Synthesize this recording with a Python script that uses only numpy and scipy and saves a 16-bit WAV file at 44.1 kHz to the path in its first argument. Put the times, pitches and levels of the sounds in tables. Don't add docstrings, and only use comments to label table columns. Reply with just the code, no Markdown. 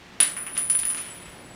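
import sys
import numpy as np
from scipy import signal
from scipy.fft import rfft, irfft, next_fast_len
from scipy.io import wavfile

SR = 44100
rng = np.random.default_rng(int(sys.argv[2]) if len(sys.argv) > 2 else 0)


def wrap_up_sound(samples):
    columns = np.atleast_2d(samples).T
    tamed = np.clip(columns, -1, 1)
    steps = np.round(tamed * 32767).astype(np.int16)
    wavfile.write(sys.argv[1], SR, steps)


N = 68355
TOP_HZ = 16000

# start in seconds, knock in dB, knock cutoff in Hz, tick in dB,
# room send in dB, ring in dB, ring T60 in seconds, spin flutter 0-1, lowest mode's extra gain in dB.
CONTACTS = [(0.2023, 1.5, 4500, -2.5, 5.5, -9, 0.27, 0.71, 7.5),
            (0.3658, -14, 2600, -28, 9, -27, 0.64, 0.23, 3.5),
            (0.4656, -13.5, 2940, -28, 7.5, -29, 0.42, 0.38, 5),
            (0.5506, -24.5, 4430, -34, 14.5, -34.5, 0.21, 0.5, -1),
            (0.568, -9.5, 3500, -18, 7, -59, 0.16, 0.2, 2), (.5766, -27, 3020, -10.5, 0, -19, 0.57, 0, -4),
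            (0.6987, -12, 2950, -11, 6, -16, 0.31, .2, -13),
            (0.7506, -10.5, 3800, -41, 0.5, -19.5, 0.28, 0.3, -16),
            (0.7899, -16, 3500, -15, 7, -22.5, 0.4, 0.42, -2),
            (0.8334, -10.5, 3800, -40, 0.5, -57, .2, 0.42, 3),
            (0.8516, -15, 3500, -17.5, 6, -15.5, 0.4, 0.31, -17),
            (0.901, -13.5, 3500, -18.5, 6, -30.5, 1.05, 0.3, 3),
            (0.9466, -12, 3000, -17, 1.5, -34, 0.47, 0.2, -1),
            (0.971, -18.5, 3500, -20.5, 9, -43, 2.15, 0.36, 6)]


def bounces():
    out = ring()
    for start_s, knock_db, top_hz, tick_db, room_db, *_ in CONTACTS:
        add(out, start_s, contact(knock_db, top_hz, tick_db, room_db))
    return out


def ring(attack_s=0.00013, flutter_hz=59.18, flutter_rad=0.7, shimmer_db=2.5, wander_rad=1.0):
    modes_hz = [7760, 9643, 9670, 9827, 13935]
    # level in dB, factors on the contact's T60, ring dB and flutter.
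    modes = [(-22, 1.22, 1.5, 1.9), (-11.5, 1.09, 1.0, 1.6), (-21, 1.97, 1.0, 1.0), (0, 1.02, 1.0, 1.27),
             (-30.5, 1.16, 0.61, 2.6)]
    t = np.arange(N) / SR
    start_s, *_, ring_db, t60_s, flutter, low_db = np.transpose(CONTACTS)
    age_s = np.maximum(t - start_s[:, None], 0)
    attack = 1 - np.exp(-age_s / attack_s)
    last_contact = np.maximum(np.searchsorted(start_s, t) - 1, 0)
    depth = np.clip(flutter, 0, 1)[last_contact]
    out = np.zeros(N)
    for hz, (db, t60_scale, db_scale, flutter_scale) in zip(modes_hz, modes):
        start_db = db + db_scale * ring_db + low_db * (hz == modes_hz[0])
        decays = amp(start_db[:, None] - 60 * age_s / (t60_scale * t60_s[:, None]))
        envelope = np.linalg.norm(decays * attack, axis=0)
        spin = 1 + depth * np.tanh(flutter_scale * wobble(2 * flutter_hz))
        shimmer = amp(shimmer_db * wobble(rate_hz=44.63))
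        phase = 2 * np.pi * (hz * t + rng.uniform())
        phase += flutter_rad * flutter_scale * depth * wobble(2 * flutter_hz)
        phase += wander_rad * wobble(rate_hz=35)
        out += envelope * unit(spin * shimmer) * np.sin(phase)
    return out


def contact(knock_db, top_hz, tick_db, room_db):
    # frequency in Hz, level in dB.
    knock_spectrum = [(100, -27.5), (320, -3), (480, -16), (750, -15.5), (1150, -1.5), (2000, 1), (2900, 1),
                      (4000, -1), (8000, -11), (15000, -4.5)]
    # delay in seconds, level in dB relative to the
    reflections = [(.0039, -18.5), (0.0118, -21)]
    click = amp(knock_db) * pulse(knock_spectrum, top_hz) + amp(tick_db) * tick()
    out = amp(room_db) * room(click)
    add(out, 0, click)
    for delay_s, db in reflections:
        add(out, delay_s, amp(db + room_db) * click)
    return out


def tick(scrape_s=0.0008, size=2048):
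    # frequency in Hz, level in dB.
    spectrum = [(100, -34.5), (600, 2.5), (1000, 1), (1400, -2.5), (3000, -3.5), (4600, 7), (6500, 4.5),
                (9300, 3.5), (11000, -16.5), (14000, -2), (15600, -33)]
    smear = rfft(rng.standard_normal(size) * np.exp(-np.arange(size) / SR / scrape_s))
    allpass = smear / np.abs(smear)
    click = irfft(rfft(pulse(spectrum, TOP_HZ), size) * allpass)[:size // 2]
    return click / np.linalg.norm(click)


def pulse(spectrum, top_hz, lag_at_1khz_s=0.001244, size=1024, order=6):
    hz = np.fft.rfftfreq(size, 1 / SR)
    magnitude = amp(along(spectrum, hz)) / np.sqrt(1 + (hz / top_hz) ** (2 * order))
    cepstrum = irfft(np.log(magnitude))
    cepstrum[1:size // 2] *= 2
    cepstrum[size // 2 + 1:] = 0
    dispersion = np.exp(-4j * np.pi * lag_at_1khz_s * np.sqrt(hz * 1000))
    click = irfft(np.exp(rfft(cepstrum)) * dispersion)
    return click / np.linalg.norm(click)


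def rattle(count=20, rate_hz=47, scatter_db=1.5):
    # time in seconds, knock level in dB.
    strength = [(.96, -18.5), (1.0, -21.5), (1.06, -24.5), (1.152, -28), (1.3, -29.5), (1.55, -63)]
    times_s, levels_db = np.transpose(strength)
    out = np.zeros(N)
    for k in range(count):
        start_s = times_s[0] + (k + rng.uniform()) / rate_hz
        db = np.interp(start_s, times_s, levels_db) - scatter_db * rng.standard_normal()
        add(out, start_s, contact(db, top_hz=3500, tick_db=db - 9, room_db=7.5))
    return out


def roll(centre_hz=7830, width_hz=20):
    # time in seconds, level in dB.
    envelope = [(.88, -60), (.97, -70), (1.04, -64), (1.11, -46.5), (1.19, -67), (1.26, -52),
                (1.378, -66.5), (1.53, -53.5)]
    t = np.arange(N) / SR
    times_s, levels_db = np.transpose(envelope)
    song = filtered(rng.standard_normal(N), lambda hz: 1 / (1 + ((hz - centre_hz) / width_hz) ** 2))
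    return amp(np.interp(t, times_s, levels_db)) * (t > times_s[0]) * unit(song)


def room(x, gap_s=0.0015, build_s=0.0017):
    # frequency in Hz, T60 in seconds.
    decay = [(150, 0.6), (1000, 0.53), (3000, 0.31), (8000, 0.4), (15000, 0.75)]
    hz, t, bins = signal.stft(rng.standard_normal(SR // 2), SR, nperseg=256)
    bins *= amp(-60 * t / along(decay, hz)[:, None])
    tail = signal.istft(bins, SR, nperseg=256)[1]
    tail *= np.clip((np.arange(len(tail)) / SR - gap_s) / build_s, 0, 1)
    return signal.fftconvolve(x, tail / np.linalg.norm(tail))


def bumps(width_cycles=1.2):
    # centre time in seconds, frequency in Hz, level in dB.
    events = [(.16, 185, -46), (.86, 48, -49), (1.29, 55, -48)]
    t = np.arange(N) / SR
    out = np.zeros(N)
    for centre_s, hz, db in events:
        envelope = amp(db) * np.exp(-((t - centre_s) * hz / width_cycles) ** 2)
        out += envelope * np.sin(2 * np.pi * (hz * t + rng.uniform()))
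    return out


def background(steady_db=-50.5, waver_rad=0.32):
    # frequency in Hz, relative density in dB.
    steady_spectrum = [(20, -24), (45, -28), (180, -6.5), (450, -19.5), (900, -1), (2000, 1.5), (3400, -3),
                       (6000, -11), (10000, -21), (16000, -32)]
    rumble_spectrum = [(25, -11), (50, -0.5), (75, -2), (180, 1.5), (260, -0.5), (360, -6.5), (500, -4),
                       (1000, -7.5), (4000, -78.5)]
    # time in seconds, level in dB.
    envelope = [(0, -53), (.25, -48.5), (.8, -49.5), (1.1, -49), (1.35, -47), (1.55, -47)]
    # frequency in Hz, rms level in dB at the rumble's loudest.
    tones = [(179, -59.5), (361, -57.5)]
    t = np.arange(N) / SR
    times_s, levels_db = np.transpose(envelope)
    rumble_db = np.interp(t, times_s, levels_db)
    hum = np.zeros(N)
    for hz, db in tones:
        hum += amp(db) * np.sqrt(2) * np.sin(2 * np.pi * hz * t + waver_rad * wobble(rate_hz=10))
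    steady = amp(steady_db) * noise(steady_spectrum)
    rumble = amp(rumble_db) * noise(rumble_spectrum)
    return steady + rumble + amp(rumble_db - levels_db.max()) * hum


def amp(db):
    return 10 ** (np.asarray(db) / 20)


def unit(x):
    return x / np.sqrt(np.mean(x ** 2) + 1e-20)


def along(points, hz):
    points_hz, values = np.transpose(points)
    return np.interp(np.log(hz + 1), np.log(points_hz + 1), values)


def wobble(rate_hz):
    fine = signal.resample(rng.standard_normal(512), 512 * 8)
    return np.interp(np.arange(N) * rate_hz / SR, np.arange(len(fine)) / 8, fine)


def filtered(x, response):
    size = next_fast_len(N + SR // 2)
    return irfft(rfft(x, size) * response(np.fft.rfftfreq(size, 1 / SR)), size)[:N]


def noise(spectrum):
    return unit(filtered(rng.standard_normal(N), lambda hz: amp(along(spectrum, hz))))


def add(track, start_s, sound):
    part = track[max(round(start_s * SR), 0):][:len(sound)]
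    part += sound[:len(part)]


def scene():
    return (bounces() + rattle() + roll() + background() + bumps())[None]


def record(dry):
    return filtered(dry[0], lambda hz: hz < TOP_HZ)[None]


dry = scene()
out = record(dry)
wrap_up_sound(out)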